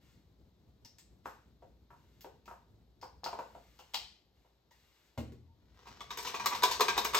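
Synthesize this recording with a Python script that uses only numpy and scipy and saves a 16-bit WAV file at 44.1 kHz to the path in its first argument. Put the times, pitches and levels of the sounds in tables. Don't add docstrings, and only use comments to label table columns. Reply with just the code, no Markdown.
import sys
import numpy as np
from scipy import signal
from scipy.fft import rfft, irfft, next_fast_len
from scipy.io import wavfile
from scipy.ndimage import uniform_filter1d

SR = 44100
rng = np.random.default_rng(int(sys.argv[2]) if len(sys.argv) > 2 else 0)


def store_pcm(level_fs):
    pcm = np.round(np.clip(level_fs, -1, 1) * 32767).astype(np.int16)
    wavfile.write(sys.argv[1], SR, np.atleast_2d(pcm).T)


N = 317410

# start in seconds, way of the hand, knock level in dB, pitch of the cream pocket
# in Hz, clatter on the glass in dB above the knock.
STROKES = [(5.865, "drag", -46, 890, -9), (6.005, "pull", -40.5, 1250, -9.5),
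           (6.104, "pull", -36, 1190, -6), (6.173, "jab", -39, 920, -1), (6.184, "pull", -38, 890, -3),
           (6.226, "jab", -50, 1100, 4.5), (6.247, "pull", -36.5, 906, -2.5),
           (6.269, "pull", -35.5, 1030, -2), (6.341, "pull", -30, 1045, -10),
           (6.396, "pull", -31, 920, -13), (6.458, "jab", -22.5, 920, -6), (6.521, "drag", -28.5, 960, -15),
           (6.546, "pull", -36.5, 960, -1.5), (6.633, "push", -17.5, 1020, -5.5),
           (6.709, "drag", -28, 940, -3), (6.806, "push", -18, 1040, -7), (6.881, "pull", -23, 1040, -6),
           (6.977, "push", -21.5, 900, -7), (7.047, "jab", -27, 995, -4.5), (7.145, "push", -21, 1150, -4),
           (7.165, "drag", -29, 1050, -2)]
STROKE_WAYS = {"push": (-9, -11, -29, -5, -9, .005, .002), "jab": (-18, -8, -25, -1, -8, .0058, .002),
               "pull": (-20, -6, -19, -19, -5, .006, .004), "drag": (-8, -8, -20, -16, -3, .009, .012)}
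# start in seconds, level in dB, pitch in Hz.
WIRE_CLINKS = [(6.006, -47, 3430), (6.105, -45, 3736), (6.268, -44, 2928), (6.397, -43, 2372),
               (6.634, -29.5, 3705), (6.808, -36, 4085), (6.882, -28.5, 2385), (6.978, -34, 3709),
               (7.052, -37, 2411)]
# start in seconds, level in dB, pitch in Hz.
GULPS = [(1.256, -36.5, 1200), (1.622, -52, 603), (1.903, -53.5, 1160), (1.928, -56, 1050),
         (2.244, -44.5, 520), (2.477, -46, 1290), (2.511, -44.5, 960), (3.026, -40.5, 900),
         (3.234, -42, 850), (3.259, -32.5, 950), (3.329, -36, 830), (3.387, -34.5, 860), (3.548, -47, 730),
         (3.789, -52, 950), (4.445, -66, 750)]
# start in seconds, level in dB, pitch in Hz.
CLICKS = [(0.848, -50, 5400), (0.984, -53, 7760), (2.208, -51.5, 12700), (2.456, -57.5, 2450),
          (3.013, -53, 4900), (3.026, -54, 5000), (3.241, -37, 4300), (3.261, -45, 2650),
          (3.789, -53, 2900), (3.936, -43.5, 3300), (3.943, -28.5, 3170), (4.708, -61, 1900)]
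# start in seconds, boom of the counter in dB, knock of the
# carton in dB, pitch of the knock in Hz, scuff in dB.
THUMPS = [(5.176, -42, -39.5, 620, -48), (5.182, -37, -41, 280, -55), (5.203, -39, -48, 420, -60),
          (5.32, -52, -54, 400, -64)]
# start in seconds, length before the fade in seconds, level in dB.
RUBS = [(0, 0.11, -74.5), (1.235, .04, -69), (1.95, 0.25, -80), (3.36, .6, -73.5), (4.337, 0.13, -83),
        (4.703, .37, -75), (5.72, .08, -81)]
# start in seconds, length in seconds, level in dB,
# first pitch in Hz, last pitch in Hz.
SQUEAK = (5.475, .13, -77, 905, 925)

# pitch in Hz, width in Hz, relative level in dB.
BOWL_MODES = [(392, 26, -14), (438, 46, -8), (684, 32, -11), (726, 30, -10), (942, 40, -2), (998, 34, -7),
              (1105, 26, -4), (1160, 70, -7), (1570, 130, -10), (2070, 130, -12)]
WIRE_MODES = [(2270, 46, -3), (2372, 66, 1), (2610, 230, -9.5)]
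GLASS_MODES = [(1600, 440, -16), (2660, 1500, -6), (3770, 370, -1.5), (4300, 1500, -7.5), (5400, 420, -4.5),
               (6270, 260, -5), (8500, 470, -11), (12000, 1500, -16)]
TICK_MODES = [(6500, 2500, -6.5), (8500, 800, -3), (12200, 2200, 0.5), (14500, 1500, -7)]
CARTON_MODES = [(235, 90, -3), (445, 110, 2), (710, 95, -2), (931, 105, 2), (1100, 150, -6.5),
                (1435, 180, -7.5), (1700, 260, -13), (2650, 600, -14)]
COUNTER_MODES = [(57, 10, 2), (82, 12, 9), (119, 18, 1), (153, 22, -2), (205, 30, -2), (243, 30, 0),
                 (305, 50, -3), (410, 70, -8)]
# pitch in Hz, relative level in dB.
SPATTER_COLOUR = [(300, -29), (1500, -23), (3000, -21), (5000, 11), (8000, 5), (13000, 12.5), (16000, -13)]
PLASTIC_COLOUR = [(500, -37), (1800, 0.5), (2900, -1), (5000, 2), (8000, -6.5), (13000, -7), (16000, -8)]
RUB_COLOUR = [(150, -26), (500, -3.5), (1000, 2), (2000, 4.5), (4500, 0.5), (6500, -4.5), (9000, -5.5),
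              (13000, -4), (16000, -13)]
CREAM_COLOUR = [(100, -12.5), (200, 2), (300, -2.5), (450, 4.5), (620, 1), (1000, 4.5), (1800, 1.5),
                (2400, 0.5), (5500, -3.5), (8500, -19.5), (13000, -17.5), (16000, -28)]
AIR_COLOUR = [(180, -24), (300, -6.5), (593, -10), (842, -12), (1500, -22), (2700, -23.5), (3950, -17),
              (9880, -40), (12700, -21.5), (16000, -49)]
RUMBLE_COLOUR = [(20, -27), (40, -17), (58, 3), (85, -3.5), (140, -7), (220, -10), (400, -17.5),
                 (900, -32.5), (3000, -45.5)]
# time in seconds, level in dB.
STIRRING = [(5.55, -90), (5.83, -62), (6.12, -62), (6.3, -54), (7.2, -49.5)]
# time in seconds, level in dB.
DRONE = [(0, -65.5), (3.5, -66), (4.1, -73), (5.3, -78.5), (5.85, -64.5), (7.2, -59.5)]

# pitch in Hz, time to fall by 60 dB in seconds.
KITCHEN_DECAY = [(80, 1.2), (260, 0.4), (800, 0.3339), (1800, 0.46), (4000, 0.4466), (8000, 0.4),
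                 (14000, 0.24)]
# pitch in Hz, likeness from 0 to 1.
ALIKE = [(300, 0.89), (700, 0.43), (1400, 0.6), (3000, 0.44), (15000, 0.41)]
# pitch in Hz, relative strength in dB.
ECHO_COLOUR = [(100, -4), (500, 2.5), (1000, -2), (3000, -0.5), (14000, 3)]
# pitch in Hz, left minus right in dB.
LEAN = [(60, 1.5), (180, 1.5), (550, 2), (1650, 0.5), (4970, 5.5), (15000, -2)]
# pitch in Hz, lag in radians (negative is a lead).
PORT_LAG = [(100, 0), (1900, 0.84), (3700, 1), (6000, 1.5), (9500, -3), (12500, -6.1)]
# pitch in Hz, response in dB.
MICROPHONE = [(8300, -1.5), (9100, -9.5), (10000, -45), (11000, -10.5), (11700, -5)]

EDGE_HZ = 16000
TAPS = 4096
HZ = np.fft.rfftfreq(TAPS, 1 / SR)
TIME = np.arange(N) / SR
GRAZE_LEAD_S, GRAZE_S = .011, 0.0038
SLOSH_S = 0.019
SCRAPE_S = .014
CLINK_WIDTH_HZ = 85
GULP_S, CLICK_S = 0.0053, 0.0054
MIDDLING_DB, DB_PER_HALVING = -42.5, 17
SPATTER_HZ, SPATTER_DB_PER_OCTAVE = 1180, 20
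KNOCK_HZ, KNOCK_DB_PER_OCTAVE = 2900, -7
CLICK_OCTAVES, BLUR = 0.23, 1.3
RUB_ATTACK_S, RUB_RELEASE_S = 0.018, 0.083


def whisk(knock_db=-4.8, wire_db=-9, clatter_db=-4.8, graze_clatter_db=-3, tick_s=0.0029, clink_db=-2):
    out = np.zeros(N)
    for s, way, db, pocket_hz, clatter in STROKES:
        graze, wire, _, tick, scrape, length, rise = STROKE_WAYS[way]
        bowl = struck(BOWL_MODES, vary_db=3, detune=.012) + hump(pocket_hz, octaves=0.2, height_db=6)
        glass = struck(GLASS_MODES, vary_db=2.5, detune=.02)
        glass_db = db + clatter + clatter_db

        graze_knock = blow(rattle(GRAZE_S, per_s=3300), bowl, db + graze + knock_db)
        add(out, s - GRAZE_LEAD_S, graze_knock)
        graze_clatter = blow(rattle(GRAZE_S, per_s=6800), glass, glass_db + graze + graze_clatter_db)
        add(out, s - GRAZE_LEAD_S, graze_clatter)

        add(out, s, blow(rattle(length, per_s=3000, rise=rise), bowl, db + knock_db))
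        wire_push = rattle(length, per_s=1600)
        wires = struck(WIRE_MODES, vary_db=4, detune=.04)
        add(out, s, blow(wire_push, wires, db + wire + wire_db))
        add(out, s, blow(rattle(1.4 * length, per_s=4000, rise=rise), glass, glass_db))
        tick_push = rattle(tick_s, per_s=2500, rise=0.00073)
        add(out, s, blow(tick_push, resonances(TICK_MODES), glass_db + tick))

        scrape_push = rattle(SCRAPE_S, per_s=320, rise=SCRAPE_S)
        scraped_glass = struck(GLASS_MODES, vary_db=4, detune=.07)
        add(out, s + length, blow(scrape_push, scraped_glass, glass_db + scrape))
    for s, db, hz in WIRE_CLINKS:
        clink_push = rattle(tick_s / 2, per_s=1600, rise=.0007)
        add(out, s, blow(clink_push, resonances([(hz, CLINK_WIDTH_HZ, 0)]), db + clink_db))
    return out


def dressing(level_db=-3):
    level = follow(STIRRING)
    age = TIME[:SR // 2] / SLOSH_S
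    for s, way, db, _, _ in STROKES:
        _, _, slosh, *_ = STROKE_WAYS[way]
        add(level, s, amp(db + slosh) * age * np.exp(1 - age))
    bursts = crackle(per_s=800, spread_db=5)
    cream = unit(ring(bursts, read(CREAM_COLOUR)))
    bowl = unit(ring(bursts, resonances(BOWL_MODES)))
    return amp(level_db) * level * unit(cream + amp(-9) * bowl)


def milk(gulp_db=-3, spatter_db=-26):
    out = np.zeros(N)
    carton = resonances(CARTON_MODES)
    for s, db, hz in GULPS:
        length = contact(GULP_S, db)
        wetness = SPATTER_DB_PER_OCTAVE * np.log2(hz / SPATTER_HZ)
        hollow = carton + hump(hz, octaves=0.57, height_db=12.5)
        add(out, s, blow(rattle(length, per_s=2600), hollow, db + gulp_db))
        drops = rattle(6.1 * length, per_s=1700)
        add(out, s, blow(drops, read(SPATTER_COLOUR), db + wetness + spatter_db))
    return out


def cap(click_db=-5, knock_db=-12.5):
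    out = np.zeros(N)
    carton = resonances(CARTON_MODES) + hump(810, octaves=0.42, height_db=15.5)
    for s, db, hz in CLICKS:
        length = contact(CLICK_S, db)
        knock = KNOCK_DB_PER_OCTAVE * np.log2(hz / KNOCK_HZ)
        snap = rattle(length, per_s=5500, rise=0.00076)
        octaves = CLICK_OCTAVES * (CLICK_S / length) ** BLUR
        plastic = read(PLASTIC_COLOUR) + hump(hz, octaves, height_db=11.5)
        add(out, s, blow(snap, plastic, db + click_db))
        add(out, s, blow(snap, carton, db + knock + knock_db))
    return out


def set_down(boom_db=-3, knock_db=-4, scuff_db=-4, soft_hz=420):
    out = np.zeros(N)
    counter = resonances(COUNTER_MODES) - 10 * np.log10(1 + (HZ / soft_hz) ** 4)
    for s, boom, knock, hz, scuff in THUMPS:
        add(out, s, blow(rattle(.002, per_s=2000), counter, boom + boom_db))
        carton = resonances(CARTON_MODES) + hump(hz, octaves=.3, height_db=19)
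        add(out, s, blow(rattle(.004, per_s=2600), carton, knock + knock_db))
        add(out, s, blow(rattle(.005, per_s=1600), read(RUB_COLOUR), scuff + scuff_db))
    return out


def hands(level_db=-1):
    level = np.zeros(N)
    for s, length, db in RUBS:
        swell = np.clip((TIME - s) / RUB_ATTACK_S, 0, 1)
        fade = np.exp(-np.maximum(TIME - s - length, 0) / RUB_RELEASE_S)
        level += amp(db) * swell * fade
    return amp(level_db) * level * unit(ring(rng.standard_normal(N), read(RUB_COLOUR)))


def squeak():
    s, length, db, first_hz, last_hz = SQUEAK
    out = np.zeros(N)
    u = np.linspace(0, 1, round(length * SR))
    turns = np.cumsum(first_hz + (last_hz - first_hz) * u) / SR
    add(out, s, amp(db) * np.sin(np.pi * np.sqrt(u)) * np.sin(2 * np.pi * turns))
    return out


def background(air_db=-76.5, rumble_db=2, hum_db=-4.5, hum_hz=58.7, wander_db=2.2):
    noise = pair(rng.standard_normal((2, N)))
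    air = unit(np.array([ring(side, read(AIR_COLOUR)) for side in noise]))
    rumble = unit(np.array([ring(side, read(RUMBLE_COLOUR)) for side in noise[:, ::-1]]))
    slow = TIME[::SR // 200]
    sways = [np.sin(2 * np.pi * (hz * slow + rng.random())) for hz in np.geomspace(2, 14, 10)]
    wander = np.interp(TIME, slow, unit(sum(sways)))
    rumble = unit(rumble * amp(wander_db * wander))
    hum = unit(np.sin(2 * np.pi * hum_hz * TIME))
    return amp(air_db) * air + follow(DRONE) * (amp(rumble_db) * rumble + amp(hum_db) * hum)


def kitchen(x, near_db, tail_db, near_s, count):
    size = next_fast_len(N + SR // 2, True)
    turn = TIME / .13
    echoes = 0
    for k in range(count):
        share = np.sqrt(np.clip(1 - abs((turn - k) % count - count / 2), 0, 1))
        pattern = np.float32(echo(near_db, tail_db, near_s))
        echoes = echoes + rfft(np.float32(share * x), size) * rfft(pattern, size)
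    return x + irfft(echoes, size)[:, :N]


def echo(near_db, tail_db, near_s):
    t = TIME[:SR // 2]
    signs = rng.choice([-1., 1.], (2, len(t)))
    taps = pair(signs * (rng.random((2, len(t))) < 6000 / SR))
    near = taps * np.exp(-t / near_s) * (t > .0012)
    hz, when, z = signal.stft(taps[:, ::-1], SR, nperseg=256)
    decay = amp(-60 * when / read(KITCHEN_DECAY, hz)[:, None])
    tail = signal.istft(z * decay, SR)[1][:, :len(t)]
    tail = tail * np.clip(t / 0.0094, 0, 1)
    near = amp(near_db) * near / np.linalg.norm(near[0])
    tail = amp(tail_db) * tail / np.linalg.norm(tail[0])
    return np.array([ring(side, read(ECHO_COLOUR)) for side in near + tail])


def rattle(length, per_s, rise=0.0039):
    t = TIME[:TAPS]
    clicks = rng.standard_normal(TAPS) * (rng.random(TAPS) < per_s / SR)
    clicks[0] = 1
    clicks = clicks * np.exp(-t / max(length, 1e-4)) * (1 - 0.95 * np.exp(-t / rise))
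    power = abs(rfft(clicks)) ** 2
    return ring(np.pad(clicks, (0, TAPS)), -5 * np.log10(power + power.mean() / 10))


def blow(push, response_db, db):
    sound = ring(push, response_db)
    loudest = uniform_filter1d(sound ** 2, size=441, mode="constant").max()
    return amp(db) * sound / np.sqrt(loudest)


def contact(length, db):
    return length * 2 ** ((MIDDLING_DB - db) / DB_PER_HALVING)


def struck(modes, vary_db, detune):
    hz, width, db = np.transpose(modes)
    louder, higher = rng.standard_normal((2, len(modes)))
    return resonances(zip(hz * (1 + detune * higher), width, db + vary_db * louder))


def resonances(modes):
    f = HZ + 1
    power = 0
    for hz, width, db in modes:
        power = power + amp(db) ** 2 / (1 + ((f * f - hz * hz) / (f * width)) ** 2)
    return 10 * np.log10(power)


def hump(hz, octaves, height_db):
    return height_db * np.exp(-.5 * (np.log2((HZ + 1) / hz) / octaves) ** 2)


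def ring(x, response_db):
    cepstrum = irfft(np.log(amp(response_db) + 1e-6))
    cepstrum[1:TAPS // 2] *= 2
    cepstrum[TAPS // 2 + 1:] = 0
    return signal.oaconvolve(x, irfft(np.exp(rfft(cepstrum))))[:len(x)]


def crackle(per_s, spread_db):
    size, sign, place = rng.random((round(per_s * N / SR), 3)).T
    gain = amp(spread_db * np.minimum(-np.log(1 - size), 4)) * np.sign(sign - .5)
    return np.bincount((place * N).astype(int), gain, N)


def pair(two):
    size = next_fast_len(two.shape[1], True)
    z = rfft(two, size)
    alike = np.clip(read(ALIKE, np.fft.rfftfreq(size, 1 / SR)), -1, 1)
    right = alike * z[0] + np.sqrt(1 - alike ** 2) * z[1]
    return irfft(np.array([z[0], right]), size)[:, :two.shape[1]]


def amp(db):
    return 10 ** (np.asarray(db) / 20)


def unit(x):
    return x / np.sqrt(np.mean(x ** 2) + 1e-20)


def read(points, hz=HZ):
    f, value = np.transpose(points)
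    return np.interp(np.log(hz + 1), np.log(f + 1), value)


def follow(curve):
    return amp(np.interp(TIME, *np.transpose(curve)))


def add(mix, s, sound):
    part = mix[round(s * SR):][:len(sound)]
    part += sound[:len(part)]


def scene():
    bowl = kitchen(whisk() + dressing(), near_db=-0.5, tail_db=-3.5, near_s=0.014, count=4)
    liquid = kitchen(milk(), near_db=0, tail_db=-1, near_s=0.022, count=2)
    carton_sounds = cap() + set_down() + hands() + squeak()
    carton = kitchen(carton_sounds, near_db=0.5, tail_db=-0.5, near_s=0.02, count=2)
    return bowl + liquid + carton + background()


def record(dry):
    left = ring(dry[0], read(MICROPHONE) + read(LEAN) / 2)
    right = ring(dry[1], read(MICROPHONE) - read(LEAN) / 2)
    size = next_fast_len(N + TAPS, True)
    lag = read(PORT_LAG, np.fft.rfftfreq(size, 1 / SR))
    right = irfft(rfft(right, size) * np.exp(-1j * lag), size)[:N]
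    low_pass = signal.firwin(401, EDGE_HZ, window=("kaiser", 8), fs=SR)
    return signal.oaconvolve(np.array([left, right]), low_pass[None], "same", axes=1)


dry = scene()
out = record(dry)
store_pcm(out)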